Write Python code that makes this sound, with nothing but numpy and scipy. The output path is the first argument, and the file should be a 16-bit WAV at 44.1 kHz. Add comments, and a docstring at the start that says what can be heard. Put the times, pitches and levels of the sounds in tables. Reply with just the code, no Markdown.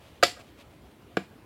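"""Outdoors among trees, over a quiet rumble, a steel spade is driven twice into hard clay.
The first thrust thuds and meets something stony: the blade clanks and rings. The second is a dull chop.
Thuds and rings are sums of dying modes; cracking, scraping and sliding soil are streams of filtered grains.
Around the blows the blade scrapes and crumbs slide; trees and a far bank return the sound."""
import sys
import numpy as np
from scipy import signal
from scipy.io import wavfile
from scipy.ndimage import uniform_filter1d

SR = 44100
rng = np.random.default_rng(int(sys.argv[2]) if len(sys.argv) > 2 else 0)


def wav_out(sig):
    """Save sig, one row per channel (or a flat mono array), as 16-bit PCM at SR to the path in sys.argv[1]."""
    wavfile.write(sys.argv[1], SR, np.round(np.clip(np.atleast_2d(sig).T, -1, 1) * 32767).astype(np.int16))


N = 63945


def amp(db):
    """Decibels to gain."""
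    return 10 ** (np.asarray(db) / 20)


def unit(x):
    """Scales to rms 1."""
    return x / np.sqrt(np.mean(x ** 2) + 1e-20)


def read(points, hz, column=1):
    """Interpolates one table column on a log-frequency axis."""
    table = np.transpose(points)
    return np.interp(np.log(hz + 1), np.log(table[0] + 1), table[column])


def add(mix, start_s, sound):
    """Mixes in a sound at start_s, trimming whatever falls outside the mix."""
    at = round(start_s * SR)
    sound = sound[max(-at, 0):]
    part = mix[max(at, 0):][:len(sound)]
    part += sound[:len(part)]


def colour(x, gain, size=2048):
    """Causal minimum-phase filter with magnitude gain(hz)."""
    hz = abs(np.fft.fftfreq(size, 1 / SR))
    log_gain = np.log(np.maximum(gain(hz), 1e-5))
    impulse = np.fft.ifft(np.exp(np.conj(signal.hilbert(log_gain)))).real
    return signal.fftconvolve(x, impulse)[:len(x)]


def softness(hz, bright_hz):
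    """Gain of a soft contact, which leaves out the treble above bright_hz."""
    return 1 / np.sqrt(1 + (hz / bright_hz) ** 4)


def low_cut(x, hz):
    """Second-order high-pass."""
    return signal.sosfilt(signal.butter(2, hz, "high", fs=SR, output="sos"), x)


def grains(per_s, spread_db, spectrum):
    """Tiny fractures at random times, random in sign, coloured by a spectrum, rms 1."""
    size = amp(spread_db * np.minimum(rng.exponential(1, N), 4)) * rng.choice([-1, 1], N)
    impulses = size * (rng.random(N) < per_s / SR)
    return unit(colour(impulses, lambda hz: amp(read(spectrum, hz))))


AIR_DB, AIR_PATCHY_DB = -53.5, 1.73
# outdoor noise spectrum: f/Hz, relative level/dB per Hz
AIR_SPECTRUM = [(25, -48.5), (47, -11), (62, -2), (95, -3.5), (150, -10.5), (200, -10.5), (290, -7.5),
                (480, -14.5), (700, -17.5), (1500, -24.5), (3200, -28), (4500, -34), (6300, -39),
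                (16000, -40)]


def air():
    """Low outdoor rumble and faint hiss: shaped noise in patches over time and frequency."""
    hz, _, z = signal.stft(rng.standard_normal(N), SR, nperseg=2048, noverlap=1536)
    across_hz = uniform_filter1d(rng.standard_normal(z.shape), size=14, axis=0)
    patches = unit(uniform_filter1d(across_hz, size=5, axis=1))
    z = z * amp(read(AIR_SPECTRUM, hz)[:, None] + AIR_PATCHY_DB * patches)
    noise = signal.istft(z, SR, nperseg=2048, noverlap=1536)[1][:N]
    return amp(AIR_DB) * unit(noise)


TREES_DELAY_S, TREES_RISE_S = 0.011, 0.0066
# scatter from trees and banks: f/Hz, relative level/dB, t60/s
TREE_SCATTER = [(80, -9.5, .25), (200, -2, 0.24), (500, -19, 0.094), (720, -13, 0.13), (950, -8, .24),
                (1260, -25.5, .22), (2170, -10, .26), (4800, -11.5, .25), (8000, -7, 0.3),
                (15000, -7.5, .22)]


def trees(x):
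    """A diffuse outdoor tail of noise, each band dying at its own speed."""
    late_s = np.maximum(np.arange(SR // 2) / SR - TREES_DELAY_S, 0)
    hz, t, z = signal.stft(rng.standard_normal(len(late_s)), SR, nperseg=256)
    t60_s = read(TREE_SCATTER, hz, column=2)[:, None]
    decay = amp(read(TREE_SCATTER, hz)[:, None] - 60 * t / t60_s)
    equal_energy = np.sqrt(2 * np.log(1000) / (t60_s * SR))  # offsets the decay length
    tail = signal.istft(z * decay * equal_energy, SR, nperseg=256)[1][:len(late_s)]
    return signal.fftconvolve(x, tail * np.minimum(late_s / TREES_RISE_S, 1))[:N]


ECHO_S, ECHO_SPREAD_S, ECHO_DB, ECHO_HZ = .133, .055, -33.5, 2000


def echo(x):
    """A faint, dull return from a far bank, smeared by a fading noise burst."""
    u = np.arange(0, ECHO_SPREAD_S, 1 / SR) / ECHO_SPREAD_S
    smear = rng.standard_normal(SR)[:len(u)] * (1 - u ** 2)
    out = np.zeros(N)
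    add(out, ECHO_S, signal.fftconvolve(x, smear / np.linalg.norm(smear)))
    return amp(ECHO_DB) * colour(out, lambda hz: softness(hz, ECHO_HZ))


CONTACT_S = 0.000636  # force build-up


def ring(modes, bright_hz=SR, free=1, low_hz=0):
    """Dying modes after one contact; neighbours swing in opposite directions."""
    t = np.arange(SR // 2) / SR
    swing = np.zeros(len(t))
    for k, (hz, db, t60_s) in enumerate(modes):
        drive = (-1) ** k * softness(hz, bright_hz) * softness(low_hz, hz)
        swing += drive * amp(db - 60 * t / (t60_s * free)) * np.sin(2 * np.pi * hz * t)
    return swing * (1 - np.exp(-(t / CONTACT_S) ** 2))


# modes of the packed ground: f/Hz, relative level/dB, t60/s
GROUND_MODES = [(192, -9, 0.051), (329.3, -4, 0.038), (449, -4.5, 0.041), (683, -0.5, 0.0226),
                (1401, -2, .013), (1651, -8.5, 0.027), (2280, -13.5, 0.034)]


def ground_thud():
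    """The packed ground's short modes after one contact."""
    return ring(GROUND_MODES)


# modes of blade and shaft: f/Hz, relative level/dB, free t60/s
BLADE_MODES = [(350, -10, 0.045), (552.4, -2, 0.045), (713, 1, .044), (729, -23, 0.21), (1199.6, -3, 0.048),
               (1317, -7, 0.036), (1460, -13, 0.0356), (1665, -18.5, 0.041), (1980, -22, .12),
               (2296, -17.5, 0.078), (2653, -15, 0.073), (2650, -19, 0.095), (3150, -14, 0.065),
               (3438, -19, 0.086), (3670, -18, 0.1036), (4164, -23.5, 0.127), (4440, -18, .11),
               (4630, -13.5, .08), (4880, -20, 0.088), (5310, -22.5, .1)]


def blade_ring(bright_hz=SR, free=1, low_hz=0):
    """Steel modes driven between low_hz and bright_hz; clay leaves a share of the free ring time."""
    return ring(BLADE_MODES, bright_hz, free, low_hz)


GRAINS_PER_S, GRAIN_SPREAD_DB = 2800, 0
# grit spectrum: f/Hz, relative level/dB per Hz
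GRIT_SPECTRUM = [(100, -10), (600, 0), (1100, -2), (1700, -5.5), (2700, -1), (4500, -9), (6500, -14.5),
                 (11000, -20), (16000, -27.5)]
# blade rubbing and soil sliding: t/s, length/s, level/dB, blade ring level re grit/dB
SCRAPES_TABLE = [(-0.03, 0.18, -59, -30), (0.123, .085, -61.5, -28), (0.384, .045, -52.5, -2),
                 (0.411, 0.14, -62, -10), (0.569, 0.068, -54, -11), (0.694, 0.063, -64, -3),
                 (0.836, .05, -65, -15), (0.904, 0.026, -65, -1.5), (1.1, .06, -73, 14),
                 (1.217, .042, -66, -19)]


def scrapes():
    """Half-sine swells of grit that also stir the blade's modes."""
    out, blade = np.zeros(N), blade_ring()
    for start_s, length_s, db, ring_db in SCRAPES_TABLE:
        grit = grains(GRAINS_PER_S, GRAIN_SPREAD_DB, GRIT_SPECTRUM)
        stirred = unit(signal.fftconvolve(grit, blade)[:N])
        rub = grit + amp(ring_db) * stirred
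        u = np.arange(0, length_s, 1 / SR) / length_s
        add(out, start_s, amp(db) * np.sin(np.pi * u) * rub[-len(u):])
    return out


DRAG_RISE_S, DRAG_T60_S, DRAG_LEAK_DB = 0.014, 0.23, -21.5
DRAG_PER_S, DRAG_SPREAD_DB = 3000, 3.5
# grit on steel: f/Hz, relative level/dB per Hz
DRAG_SPECTRUM = [(150, -4), (500, -2.5), (1000, -4), (1900, -0.5), (2800, -3), (5200, 1.5), (5800, -9.5),
                 (7300, -10.5), (11000, -12), (16000, -21.5)]


def drag(bright_hz):
    """Grit hisses along the steel as the blade slows down; some treble leaks past bright_hz."""
    t = np.arange(SR // 2) / SR
    fade = np.minimum(t / DRAG_RISE_S, 1) * amp(-60 * t / DRAG_T60_S)
    hiss = fade * grains(DRAG_PER_S, DRAG_SPREAD_DB, DRAG_SPECTRUM)[-len(t):]
    return colour(hiss, lambda hz: softness(hz, bright_hz) + amp(DRAG_LEAK_DB))


CRUNCH_LEAD_DB, CRUNCH_T60_S = -9, 0.042
CRUNCH_LEAK_DB = -13  # fine cracking that even a dull blow keeps
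CRACKS_PER_S, CRACK_SPREAD_DB = 20000, 1
# cracking clay: f/Hz, relative level/dB per Hz
CRUNCH_SPECTRUM = [(60, -16.5), (300, -2), (950, -12), (1400, 0), (1750, -10), (2600, 0), (5200, -5.5),
                   (5800, -16), (7200, -6.5), (8200, -16.5), (12000, -20), (16000, -28.5)]


def crunch(bright_hz, lead_s):
    """The edge breaks the crust over lead_s, then the clay cracks in a short burst."""
    t = np.arange(SR // 4) / SR - lead_s
    lead_db = CRUNCH_LEAD_DB * np.maximum(-t, 0) / lead_s
    burst = amp(lead_db - 60 * np.maximum(t, 0) / CRUNCH_T60_S)
    cracks = grains(CRACKS_PER_S, CRACK_SPREAD_DB, CRUNCH_SPECTRUM)[-len(t):]
    return colour(burst * cracks, lambda hz: softness(hz, bright_hz) + amp(CRUNCH_LEAK_DB))


# contacts, the first two in one thrust: t/s, crust-breaking lead/s, thud level/dB, blade ring level/dB,
# crunch level/dB, grit drag level/dB, contact low edge f/Hz, contact high edge f/Hz, share of free ring time
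BLOWS_TABLE = [(0.2283, 0.0014, -13, -9, -13.5, -54, 151, 1540, 1),
               (0.2338, .0003, -31, -7.5, -12, -25.5, 1300, 8500, .9),
               (1.1698, .0004, -12, -11, -23, -35.5, 202, 1760, 0.25)]


def blows():
    """Each contact thuds in the ground, rings the blade, cracks the clay and drags through grit."""
    out = np.zeros(N)
    for start_s, lead_s, thud_db, ring_db, crunch_db, drag_db, low_hz, bright_hz, free in BLOWS_TABLE:
        add(out, start_s, amp(thud_db) * ground_thud())
        add(out, start_s, amp(ring_db) * blade_ring(bright_hz, free, low_hz))
        add(out, start_s - lead_s, amp(crunch_db) * crunch(bright_hz, lead_s))
        add(out, start_s, amp(drag_db) * drag(bright_hz))
    return out


THUD_LOW_HZ = 106  # a small blade radiates little bass


def scene():
    """The open air, the spade, its scatter from the trees and a far echo."""
    spade = low_cut(blows() + scrapes(), THUD_LOW_HZ)
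    return (air() + trees(spade) + echo(spade) + spade)[None]


MIC_LOW_HZ, CUT_HZ = 50, 16200


def record(dry):
    """The microphone's bass roll-off and the recorder's band limit."""
    band_limit = signal.firwin(511, CUT_HZ, window=("kaiser", 9), fs=SR)
    return signal.oaconvolve(low_cut(dry, MIC_LOW_HZ), band_limit[None], "same")


dry = scene()
out = record(dry)
wav_out(out)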